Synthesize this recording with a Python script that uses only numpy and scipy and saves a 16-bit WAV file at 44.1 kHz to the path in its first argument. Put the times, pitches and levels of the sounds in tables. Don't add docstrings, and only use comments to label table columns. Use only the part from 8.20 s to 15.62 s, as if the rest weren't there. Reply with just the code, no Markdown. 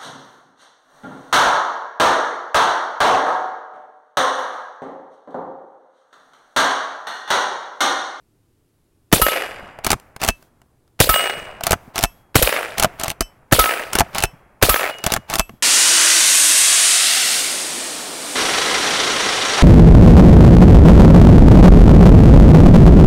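import sys
import numpy as np
from scipy import signal
from scipy.io import wavfile
from scipy.ndimage import uniform_filter1d

SR = 44100
rng = np.random.default_rng(int(sys.argv[2]) if len(sys.argv) > 2 else 0)


def unload_audio(sound):
    columns = np.transpose(np.atleast_2d(sound))
    steps = np.round(np.clip(columns, -1, 1) * 32767)
    wavfile.write(sys.argv[1], SR, steps.astype(np.int16))


N = 327398

# report and hit times in seconds; report, splash and woods levels in dB;
# time in seconds and level in dB of the dull echo from the snow bank.
SHOTS = [(0.9257, 1.0162, 3, 0, 0, .9965, -11.5), (2.801, 2.892, 3, 0.5, 1, 2.872, -14),
         (4.154, 4.2242, 2, 2, -0.5, 4.2165, -8.5), (5.3223, 5.391, 2.5, 2.5, -1, 5.385, -7),
         (6.424, 6.493, 3, 1.5, -.5, 6.486, -7)]
# times in seconds at which the bolt unlocks, hammer cocks, case ejects, carrier lifts
# and lever stops; stop force, scrape and sleeve levels in dB.
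OPENINGS = [(1.6449, 1.6649, 1.703, 1.7153, 1.729, -2, -31, -63),
            (3.4351, 3.4666, 3.5073, 3.5185, 3.5287, 1, -32.5, -55),
            (4.5807, 4.5965, 4.6245, 4.6336, 4.6444, 1.5, -25.5, -54),
            (5.7307, 5.7523, 5.7853, 5.795, 5.8044, 4, -29, -52),
            (6.8387, 6.8632, 6.9196, 6.937, 6.9624, -6, -33, -63)]
# times in seconds at which the bolt starts, the round meets the ramp, enters the chamber
# and seats, and the action locks; chamber force, lock force, scrape and sleeve levels in dB.
CLOSINGS = [(2.0153, 2.0354, 2.0467, 2.0771, 2.0862, 2, 0, -25.5, -56.5),
            (3.757, 3.7787, 3.7884, 3.8271, 3.8366, 2, 1.5, -29, -58.5),
            (4.797, 4.8344, 4.8798, 4.9008, 5.0068, 0, -2.5, -33, -68),
            (5.9471, 5.982, 6.0036, 6.0236, 6.0364, -7, 1, -28, -64),
            (7.0986, 7.1374, 7.1546, 7.1852, 7.1943, 5, -.5, -28, -58)]


def reports():
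    # delay in seconds, level in dB, length in seconds.
    gas_bursts = [(0, -6.5, 0.009), (.0025, -5, .004), (0.0093, -7.5, .005), (0.0398, -21, 0.0046)]
    fronts = [(.0052, -3.5, 0.0018), (0.0122, -3, .0006)]
    # frequency in Hz, relative level in dB.
    gas_spectrum = [(40, -7.5), (300, 4), (650, 1), (900, -4.5), (1300, -1.5), (2200, -7), (4000, -12),
                    (7000, -14), (13000, -13), (16000, -13)]
    # frequency in Hz, relative level in dB, t60 in seconds.
    near_bands = [(40, 18, 0.2), (150, 1.5, 0.15), (300, 1, 0.11), (600, 2.5, 0.36), (1200, -11, 0.51),
                  (2550, -2, .3), (3600, 3, 0.2), (6000, -7, 0.27), (9500, 0.5, 0.2), (16000, -9, 0.34)]
    gas, hammer, out = np.zeros((3, N))
    t = clock(.1)
    boom = swell(.0065) * np.sin(2 * np.pi * 97 * t)
    for s, _, db, *_ in SHOTS:
        add(hammer, s - .0102, puff(db - 30.5, .017, edge=.2))
        for delay_s, gas_db, length_s in gas_bursts:
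            add(gas, s + delay_s, puff(db + gas_db, length_s))
        for delay_s, front_db, length_s in fronts:
            add(out, s + delay_s, amp(db + front_db) * (1 - t / length_s) * np.exp(-t / length_s))
        add(out, s + .0019, amp(db - 12.5) * boom)
        add(out, s + .0115, amp(db - 14) * tail(near_bands, rise_s=.0042, patchy_db=3.5))
    return out + colour(gas, gas_spectrum) + rasp(hammer)


def target():
    # frequency in Hz, t60 in seconds, level in dB at each of the five hits.
    plate_modes = [(1288, .48, -14, -12, -37, -10, -15), (1298, .65, -28, -22, -42, -18, -28),
                   (2888, .85, -24, -42, -40, -35, -44), (4895, .9, -36, -39, -40, -37, -39),
                   (7235, .9, -42, -50, -42, -48, -37), (8192, .75, -36, -42, -37, -32, -46),
                   (9840, .55, -46, -47, -33, -57, -44), (11298, .4, -16, -35, -26, -23, -19),
                   (14666, .35, -18, -15, -22, -26, -17), (15574, .52, -36, -21, -27, -21, -23)]
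    # frequency in Hz, relative level in dB.
    splash_spectrum = [(40, -18), (300, -2), (800, 4), (1400, 0.5), (2500, -2.5), (5000, -7), (8000, -8.5),
                       (12000, 1.5), (16000, -14.5)]
    # frequency in Hz, relative level in dB, t60 in seconds.
    spray_bands = [(100, -8.5, .3), (600, 3.5, 0.52), (1500, 2.5, 0.56), (2980, 1.5, .75),
                   (5000, -4.5, .75), (6700, -7, .7), (11400, 1.5, 0.57), (16000, -12.5, .5)]
    splash, out = np.zeros((2, N))
    for hit, (_, s, _, db, *_) in enumerate(SHOTS):
        add(splash, s, burst(db - 6.5, peak_s=.00052))
        add(splash, s, burst(db - 9.5, peak_s=.0045))
        add(out, s + .004, thud(db - 10, hz=42, decay_s=.016))
        add(out, s, struck(plate_modes, blow=hit))
        add(out, s, amp(db - 22) * tail(spray_bands, rise_s=.0024, patchy_db=4))
    return out + colour(splash, splash_spectrum)


def woods():
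    # delay after the hit in seconds, level in dB, swell in seconds.
    echoes = [(0.0484, -7.5, 0.0021), (.066, -11.5, 0.0028), (.1, -17, 0.003), (.114, -19, 0.0041),
              (.145, -18, .003), (.203, -20, 0.0027)]
    # frequency in Hz, relative level in dB.
    echo_spectrum = [(100, -27), (300, -7.5), (550, 4.5), (1000, -2.5), (1800, 1), (2800, -4), (4500, -17),
                     (9000, -20.5), (16000, -26)]
    # frequency in Hz, relative level in dB, t60 in seconds.
    woods_bands = [(60, -20, 1.2), (200, -24, 0.76), (384, 3.5, 0.58), (605, 5.5, 1.15), (990, -2.5, .95),
                   (1500, 1.5, 0.96), (2380, 4, 0.67), (3780, -12.5, 0.56), (6000, -18, 0.41),
                   (16000, -33, .5)]
    far_bands = [(30, 4.5, 4), (120, -4.5, 4), (300, -5.5, 2.9), (700, 1.5, 2.64), (1500, -1.5, 2.21),
                 (2520, -2.5, 1.71), (4500, -14.5, 0.72), (16000, -38.5, 1.2)]
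    crackle_t60_s = .72
    bank_echo = swell(.0025) * np.sin(2 * np.pi * 520 * clock(.1))
    slaps, trunks, out = np.zeros((3, N))
    for _, hit_s, _, _, db, bank_s, bank_db in SHOTS:
        for delay_s, echo_db, peak_s in echoes:
            add(slaps, hit_s + delay_s, burst(db + echo_db, peak_s))
        crackle = grains(per_s=110, spread_db=3)
        add(trunks, hit_s + .1, amp(db - 22 - 60 * clock(1) / crackle_t60_s) * crackle)
        add(out, hit_s + .06, amp(db - 20) * tail(woods_bands, rise_s=.047, patchy_db=3.5))
        add(out, hit_s + .091, amp(db - 33.5) * tail(far_bands, rise_s=.18, patchy_db=1))
        add(out, bank_s, amp(bank_db) * bank_echo)
    return out + colour(slaps, echo_spectrum) + colour(trunks, woods_bands)


def lever():
    # frequency in Hz, relative level in dB.
    steel_spectrum = [(200, -24.5), (1200, -7.5), (2500, 4.5), (4000, -1), (6000, 1), (9000, -1.5),
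                      (13000, -4), (16000, -9.5)]
    stock_spectrum = [(30, 1.5), (120, 3.5), (300, -3.5), (520, -7.5), (720, 1), (950, -2.5), (1400, -3),
                      (2200, -12), (4000, -25), (16000, -39.5)]
    # frequency in Hz, relative level in dB, t60 in seconds.
    cavity_modes = [(704, 6, 0.051), (930, -12.5, 0.01), (1240, -12.5, 0.0083)]
    scrape = bolt_friction()
    steel_power, stock_power = np.zeros((2, N))
    for s, steel_db, stock_db, peak_s in contacts():
        add(steel_power, s, (amp(steel_db) * swell(peak_s)) ** 2)
        add(stock_power, s, (amp(stock_db) * swell(1.4 * peak_s)) ** 2)
    steel, stock = np.sqrt([steel_power, stock_power]) * rng.standard_normal((2, N))
    knock = amp(-12) * convolve(stock + scrape, ring(cavity_modes))
    clatter = colour(steel, steel_spectrum) + colour(stock, stock_spectrum) + rasp(scrape) + knock
    t = clock(.5)
    scatter = rng.standard_normal(len(t)) * (np.exp(-t / .006) + amp(-28.5) * np.exp(-t / .05))
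    return clatter + amp(-13) * convolve(clatter, scatter)


def contacts():
    # time in seconds, steel level in dB, stock level in dB.
    handling_ticks = [(1.587, -45, -29), (1.7978, -40.5, -45.5), (1.9625, -33, -27), (2.2246, -47, -47),
                      (2.416, -52, -45), (2.6768, -60, -57.5), (3.4079, -33, -24), (6.784, -35, -43),
                      (7.2929, -41.5, -28.5)]
    # steel level in dB, stock level in dB, swell in seconds.
    open_contacts = [(-16.5, -23, .0022), (-10, -13, .002), (-10, -12.5, .0021), (-9.5, -15.5, .0018),
                     (-14.5, -7.5, .0018)]
    close_contacts = [(-20, -25, .0016), (-14, -23, .0019), (-17, -21, .0018), (-15.5, -22, .0018),
                      (-7.5, -9, .0017)]
    tick_swell_s = .0016
    clicks = [(*tick, tick_swell_s) for tick in handling_ticks]
    for *times_s, stop_db, _, _ in OPENINGS:
        clicks += stroke(times_s, open_contacts, (0, 0, 0, 0, stop_db))
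    for *times_s, chamber_db, lock_db, _, _ in CLOSINGS:
        start_s, _, _, seat_s, lock_s = times_s
        clicks += stroke(times_s, close_contacts, (0, 0, chamber_db, 0, lock_db))
        clicks += chatter(start_s, seat_s + .02)
        clicks.append((lock_s + .016, lock_db - 26, lock_db - 29, tick_swell_s))
    return clicks


def stroke(times_s, parts, forces_db, rebound_s=.008):
    clicks = []
    for s, (steel_db, stock_db, peak_s), db in zip(times_s, parts, forces_db):
        clicks.append((s, steel_db + db, stock_db + db, peak_s))
        clicks.append((s + rebound_s, steel_db + db - 14, stock_db + db - 8, peak_s))
    return clicks


def chatter(start_s, end_s, per_s=75, spread_db=3, peak_s=.0014):
    times_s = start_s + np.cumsum(rng.random(40) + .5) / per_s
    sizes_db = spread_db * rng.standard_normal(40)
    return [(s, db - 27, db - 33, peak_s) for s, db in zip(times_s, sizes_db) if s < end_s]


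def bolt_friction(lead_s=.012, overrun_s=.02, easy_db=-8):
    runs = [(unlock_s - lead_s, stop_s + overrun_s, db) for unlock_s, *_, stop_s, _, db, _ in OPENINGS]
    for start_s, _, chamber_s, seat_s, *_, db, _ in CLOSINGS:
        runs.append((start_s, chamber_s, db))
        runs.append((start_s - 2 * lead_s, seat_s + 2 * overrun_s, db + easy_db))
    scrape = np.zeros(N)
    for start_s, end_s, db in runs:
        slide = puff(db, end_s - start_s, edge=.3)
        grip_db = 3.9 * unit(uniform_filter1d(rng.standard_normal(SR), size=130))
        add(scrape, start_s, slide * amp(grip_db[:len(slide)]))
    return scrape


def rasp(noise):
    # frequency in Hz, relative level in dB.
    scrape_spectrum = [(30, 2), (150, 0), (450, -6), (720, 10.5), (1000, 7), (2200, -0.5), (4000, -4),
                       (8000, -16), (16000, -16.5)]
    return colour(noise, scrape_spectrum)


def receiver(delay_s=.0018):
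    # frequency in Hz, t60 in seconds, relative level in dB at each of the five closings.
    receiver_modes = [(2634, .13, -17, -23, -31, -23, -18), (3025, .19, -44, -43, -29, -36, -42),
                      (3290, .9, -66, -58, -69, -61, -60), (5393, .19, -55, -40, -33, -36, -52),
                      (6072, .13, -38, -38, -33, -42, -40), (7974, .2, -50, -44, -39, -45, -37),
                      (10128, .22, -47, -45, -48, -52, -47), (11764, .4, -57, -43, -53, -57, -42),
                      (12820, .22, -54, -54, -45, -46, -50)]
    out = np.zeros(N)
    for closing, (_, _, _, _, lock_s, *_) in enumerate(CLOSINGS):
        add(out, lock_s + delay_s, amp(-2) * struck(receiver_modes, blow=closing))
        add(out, lock_s + delay_s, thud(-13, hz=32.4, decay_s=.016))
    return out


def hanger(low_hz=2888, high_hz=8192, rise_s=.014):
    # time in seconds, low mode level in dB, high mode level in dB.
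    knocks = [(2.927, -13.5, -20), (6.70, -31, -60)]
    out = np.zeros(N)
    onset = 1 - np.exp(-clock(1) / rise_s)
    for s, low_db, high_db in knocks:
        add(out, s, onset * ring([(low_hz, low_db, .68), (high_hz, high_db, .55)]))
    return out


def jacket():
    # time in seconds, level in dB.
    bumps = [(1.423, -39), (3.16, -35.5), (3.219, -39), (3.67, -41), (6.13, -41), (7.298, -37), (7.33, -39)]
    # frequency in Hz, relative level in dB.
    cloth_spectrum = [(40, 16.5), (150, 18), (400, 6.5), (1500, -1), (4000, -5.5), (9000, -8), (14000, -5),
                      (16000, -7)]
    bump_spectrum = [(30, -6.5), (110, 0), (220, -4.5), (450, -20), (1500, -42), (16000, -65)]
    rustle, thumps = np.zeros((2, N))
    for _, _, _, _, end_s, *_, sleeve_db in OPENINGS + CLOSINGS:
        add(rustle, end_s + .015, puff(sleeve_db, length_s=.22, edge=.86))
    jolts = [(stop_s + .014, -32) for _, _, _, _, stop_s, *_ in OPENINGS]
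    for s, db in bumps + jolts:
        add(thumps, s, burst(db, peak_s=.0081))
    return colour(rustle, cloth_spectrum) + colour(thumps, bump_spectrum)


def winter_air(rms_db=-62.5):
    # frequency in Hz, relative level in dB.
    air_spectrum = [(25, -1.5), (70, -0.5), (120, 2.5), (190, -8.5), (330, -3), (550, -16), (1000, -20.5),
                    (2000, -26.5), (6000, -30), (11000, -27.5), (16000, -34.5)]
    return amp(rms_db) * unit(colour(rng.standard_normal(N), air_spectrum))


def tail(bands, rise_s, patchy_db):
    frames = dict(fs=SR, nperseg=256, noverlap=192, nfft=1024)
    hz, t, noise = signal.stft(rng.standard_normal(3 * SR), **frames)
    start_gain = unit(amp(read(bands, hz)))[:, None]
    decay_db = -60 * t / read(bands, hz, column=2)[:, None]
    patches = uniform_filter1d(rng.standard_normal(noise.shape), size=40, axis=0)
    patches = unit(uniform_filter1d(patches, size=4, axis=1))
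    x = signal.istft(noise * start_gain * amp(decay_db + patchy_db * patches), **frames)[1]
    onset = 1 - np.exp(-(np.arange(len(x)) / SR / rise_s) ** 2)
    return x * onset


def struck(modes, blow):
    return ring([(hz, blows_db[blow], t60_s) for hz, t60_s, *blows_db in modes])


def ring(modes):
    t = clock(1)
    return sum(amp(db - 60 * t / t60_s) * np.sin(2 * np.pi * hz * t) for hz, db, t60_s in modes)


def thud(db, hz, decay_s):
    t = clock(.2)
    return amp(db) * np.cos(2 * np.pi * hz * t) * np.exp(-t / decay_s) * (1 - np.exp(-t / .0012))


def puff(db, length_s, edge=.34):
    count = len(clock(length_s))
    return amp(db) * signal.windows.tukey(count, edge) * rng.standard_normal(SR)[:count]


def burst(db, peak_s):
    return amp(db) * swell(peak_s) * rng.standard_normal(len(clock(.1)))


def grains(per_s, spread_db):
    size = amp(spread_db * np.minimum(rng.exponential(1, SR), 2.5))
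    return unit(size * rng.choice([-1, 1], SR) * (rng.random(SR) < per_s / SR))


def swell(peak_s):
    u = clock(.1) / peak_s
    return (u * np.exp(1 - u)) ** 2


def colour(x, spectrum, size=4096):
    log_gain = np.log(amp(read(spectrum, abs(np.fft.fftfreq(size, 1 / SR)))))
    response = np.exp(np.conj(signal.hilbert(log_gain)))
    return convolve(x, np.fft.ifft(response).real[:size // 2])


def convolve(x, taps):
    return signal.oaconvolve(x, taps / np.linalg.norm(taps))[:len(x)]


def read(points, hz, column=1):
    points = np.asarray(points)
    return np.interp(np.log(hz + 1), np.log(points[:, 0]), points[:, column])


def add(mix, start_s, sound):
    part = mix[max(round(start_s * SR), 0):][:len(sound)]
    part += sound[:len(part)]


def amp(db):
    return 10 ** (np.asarray(db) / 20)


def clock(seconds):
    return np.arange(int(seconds * SR)) / SR


def unit(x):
    return x / np.sqrt(np.mean(x ** 2) + 1e-20)


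def scene():
    drop_s, drop_db, ramp_s = 6.712, -7, .0023
    drop = amp(drop_db * np.clip((np.arange(N) / SR - drop_s) / ramp_s, 0, 1))
    air = winter_air()
    downrange = (target() + woods()) * drop
    return (reports() + downrange + lever() + receiver() + hanger() + jacket() + air)[None]


def record(dry, clip_level=.95, cutoff_hz=16100):
    clipped = np.clip(dry, -clip_level, clip_level)
    lowpass = signal.firwin(255, cutoff_hz, window=("kaiser", 8), fs=SR)
    return signal.oaconvolve(clipped, lowpass[None], "same")


dry = scene()
out = record(dry)
unload_audio(out)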